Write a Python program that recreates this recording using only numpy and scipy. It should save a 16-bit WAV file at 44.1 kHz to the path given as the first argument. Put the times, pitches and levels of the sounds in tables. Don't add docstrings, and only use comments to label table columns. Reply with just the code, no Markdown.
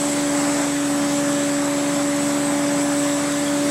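import sys
import numpy as np
from scipy import signal
from scipy.io import wavfile
from scipy.ndimage import uniform_filter1d

SR = 44100
rng = np.random.default_rng(int(sys.argv[2]) if len(sys.argv) > 2 else 0)


def dump(signal):
    limited = np.clip(np.atleast_2d(signal).T, -1, 1)
    pcm = np.round(limited * 32767).astype(np.int16)
    wavfile.write(sys.argv[1], SR, pcm)


def ratio_of_db(decibels):
    return 10 ** (np.asarray(decibels, float) / 20)


N = 163170

# time_s, lobe_pass_hz, level_db, upper_partials_db
BLOWER = [(0, 287.6, -24, 1.5), (.5, 287.2, -22.5, .5), (.7, 285.8, -23, -3), (.95, 286.4, -21.5, -3),
          (1.2, 286.3, -22.5, .5), (1.85, 286, -24, 2.5), (2.15, 286.6, -22, 1), (2.45, 287, -23, 0.9),
          (2.8, 286.7, -21.5, 0.2), (3.05, 287, -22, 0.8), (3.28, 287.4, -24, -0.5), (3.7, 288, -22.5, 2.5)]
# multiple_of_lobe_pass, level_db, slow_waver_db
LOBE_ORDERS = [(1, 0.1, .3), (2, -6.5, .7), (3, -25, 3), (4, -27, 3), (6, -27.5, 5), (7, -33, 3),
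               (8, -34, 3), (.75, -22, 3), (2.25, -25.5, 3), (2.5, -25, 3), (7.5, -34, 3)]
# multiple_of_engine_cycle, level_db, slow_waver_db
ENGINE_ORDERS = [(3, -53.5, 0), (4, -68, 1.5), (5, -54.5, 6), (6, -40.5, 0.4), (7, -43, 0.5), (9, -42, -1),
                 (15, -43, 1), (16, -59, 6), (18, -63.5, 5.5)]
ENGINE_CYCLE_HZ = 23.97
# frequency_hz, density_db
ROAR = [(30, -30), (100, -16), (190, -5.5), (330, -2.5), (490, -7), (800, -5.5), (2100, -8), (2900, -19.5)]
# time_s, pile_scrape_db, spray_hiss_db, drag_rumble_db
STROKES = [(0, -10, 2.4, -2), (.26, -9, .9, -4), (.4, 3.5, 1.3, 1.5), (.64, 3.2, .9, 1.1),
           (.74, -10, -.5, -8), (.95, -3, -.6, -3), (1.06, .8, -.4, 2), (1.3, -9, 1.2, -6),
           (1.7, -9, -2.1, -9), (1.95, -4, -.8, .5), (2.1, -9, -.5, -2.5), (2.28, -7, .3, -4),
           (2.45, -10, -1.5, 2.5), (2.85, -2, -.8, -.5), (3.05, -7, .6, -3), (3.18, -1.5, .1, -5),
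           (3.45, -8, -.8, -1), (3.7, -2, .5, -3)]
# frequency_hz, density_db
SCRAPE = [(150, -25), (350, -10), (600, 1.5), (900, 1), (1300, -5.5), (2000, -5.5), (3500, -22),
          (6000, -13)]
# frequency_hz, width_hz, level_db
RUMBLE = [(181, 25, -42), (233.4, 17, -42.5), (306, 16, -42.5), (390.4, 26, -46.5), (696, 40, -46),
          (801.5, 16, -42.5), (1018, 34, -43.5)]
# frequency_hz, density_db
HISS = [(1800, -20.5), (2600, -4.5), (3500, -1.5), (4200, -4), (6500, -1.5), (9000, -4), (11500, -10),
        (14500, -24)]
WHISTLE_HZ = [7662, 7783, 7820, 7938, 8367, 7445, 7720]
# width_hz, level_db, loudest_s, swell_s, away_from_swell_db
WHISTLES = [(30, -42, 1.6, .3, -7), (24, -43, .9, 1.3, -4), (35, -43.5, 2.95, .25, -6),
            (12, -43, 2.25, .18, -9), (8, -46, 2.5, .09, -16), (40, -48, .2, .3, -10),
            (60, -45, .3, .5, -5)]
# start_s, length_s, pitch_hz, width_hz, level_db
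SQUEAKS = [
    (3.459, .01, 3320, 250, -31.5),
    (3.459, .007, 3520, 200, -39),
    (3.476, .011, 3300, 150, -33.5),
    (2.678, .016, 4900, 250, -36),
    (3.423, .008, 4550, 250, -39),
    (1.955, .055, 3500, 500, -41),
]
# frequency_hz, share_of_cells_silent
TREBLE_GAPS = [(10000, 0), (12000, .07), (13200, .25), (14300, .6), (15000, .5), (15800, .6)]


def read(points, hz):
    f, value = np.transpose(points)
    return np.interp(np.log(hz + 1), np.log(f + 1), value)


def evened(x):
    return x / np.sqrt(np.mean(x ** 2) + 1e-20)


def control(table, column):
    rows = np.array(table, float)
    return np.interp(np.arange(N) / SR, rows[:, 0], rows[:, column])


def slow(top_hz):
    t = np.arange(0, N + 200, 200) / SR
    f = np.geomspace(top_hz / 20, top_hz, num=16)[:, None]
    sines = np.sin(2 * np.pi * (f * t + rng.random((16, 1))))
    wander = (sines / np.sqrt(f)).sum(0)
    return np.interp(np.arange(N) / SR, t, evened(wander))


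def air(spectrum, patchy_db):
    frames = N // 512 + 5
    hz = np.fft.rfftfreq(2048, 1 / SR)
    real, imaginary, patches = rng.standard_normal((frames, 1025, 3)).T
    patches = uniform_filter1d(patches, size=20, axis=0)
    patches = evened(uniform_filter1d(patches, size=8, axis=1))
    above_db = np.where(hz > 1.3 * spectrum[-1][0], -30, 0)
    colour_db = read(spectrum, hz) + above_db
    cells = (real + 1j * imaginary) * ratio_of_db(colour_db[:, None] + patchy_db * patches)
    return evened(signal.istft(cells, nperseg=2048, noverlap=1536)[1][:N])


def resonate(x, hz, width_hz):
    turn = np.exp(2j * np.pi * hz * np.arange(len(x)) / SR)
    r = np.exp(-np.pi * width_hz / SR)
    return 2 * (turn * signal.lfilter([1 - r], [1, -r], x / turn)).real


def ringing(hz, width_hz):
    once = resonate(rng.standard_normal(N), hz, width_hz)
    return evened(resonate(once, hz, 2 * width_hz))


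def partials(turns, orders, drift, upper_db=0):
    out = np.zeros(N)
    for k, db, waver_db in orders:
        level = np.sqrt(2) * ratio_of_db(db + upper_db * (k > 1) + waver_db * slow(top_hz=9.0))
        waver = drift * np.sqrt(k) * slow(top_hz=5.0)
        scatter = (k > 2) * rng.random()
        out = out + level * np.sin(waver - 2 * np.pi * (k * turns + scatter))
    return out


def blower():
    turns = np.cumsum(control(BLOWER, column=1)) / SR
    pulses = partials(turns, LOBE_ORDERS, drift=0.11, upper_db=control(BLOWER, column=3))
    return ratio_of_db(control(BLOWER, column=2)) * pulses


def engine():
    turns = ENGINE_CYCLE_HZ * np.arange(N) / SR + rng.random()
    return partials(turns, ENGINE_ORDERS, drift=0.038)


def hose_roar():
    return ratio_of_db(-30.5 + 0.46 * slow(top_hz=2.86)) * air(ROAR, patchy_db=1.5)


def spray_hiss():
    spray_db = control(STROKES, column=2)
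    hiss = ratio_of_db(-32.5 + 0.5 * spray_db) * air(HISS, patchy_db=1.66)
    hz, width_hz = 7870, 680
    spray = [(900, -66), (hz - 3 * width_hz, -19), (hz - width_hz, -8.5), (hz, 0.1),
             (hz + width_hz, -7.5), (hz + 3 * width_hz, -21), (15000, -62)]
    return hiss + ratio_of_db(-34.5 + 1.44 * spray_db) * air(spray, patchy_db=2.0)


def slot_whistles():
    t = np.arange(N) / SR
    out = np.zeros(N)
    for hz, (width_hz, db, loudest_s, swell_s, away_db) in zip(WHISTLE_HZ, WHISTLES):
        swell = np.exp(-0.5 * ((t - loudest_s) / swell_s) ** 2)
        out = out + ratio_of_db(db + away_db * (0.5 - swell)) * ringing(hz, width_hz)
    return out


def pile_scrape():
    return ratio_of_db(-33 + control(STROKES, column=1)) * air(SCRAPE, patchy_db=1.5)


def drag_rumble():
    modes = sum(ratio_of_db(db) * ringing(hz, width_hz) for hz, width_hz, db in RUMBLE)
    return ratio_of_db(control(STROKES, column=3)) * modes


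def squeaks():
    out = np.zeros(N)
    for start_s, length_s, hz, width_hz, db in SQUEAKS:
        t = np.arange(0, length_s + 0.01, 1 / SR)
        attack = np.minimum(t / 0.002, 1)
        release = ratio_of_db(-np.maximum(t - length_s, 0) * 4500.0)
        tone = 1.2 * np.sin(2 * np.pi * hz * t) + 0.4 * ringing(hz, width_hz)[:len(t)]
        out[round(start_s * SR):][:len(t)] += ratio_of_db(db) * attack * release * tone
    return out


def scene():
    machine = blower() + engine() + hose_roar()
    wand = spray_hiss() + slot_whistles() + pile_scrape() + drag_rumble()
    mix = machine + wand + squeaks()
    return np.array([mix, mix])


def low_pass(x):
    return signal.sosfilt(signal.butter(12, 15730, fs=SR, output="sos"), x)


def record(dry):
    hz, t, cells = signal.stft(dry, SR, nperseg=2048, noverlap=1536)
    field = rng.standard_normal((len(t), len(hz))).T
    field = uniform_filter1d(field, size=9, axis=0)
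    field = uniform_filter1d(field, size=7, axis=1)
    rank = field.argsort(1).argsort(1) / len(t)
    share = read(TREBLE_GAPS, hz)[:, None]
    still_open = cells * (rank >= share) / np.sqrt(1 - share)
    patchy = signal.istft(still_open, SR, nperseg=2048, noverlap=1536)[1][:, :N]
    return low_pass(patchy)


dry = scene()
out = record(dry)
dump(out)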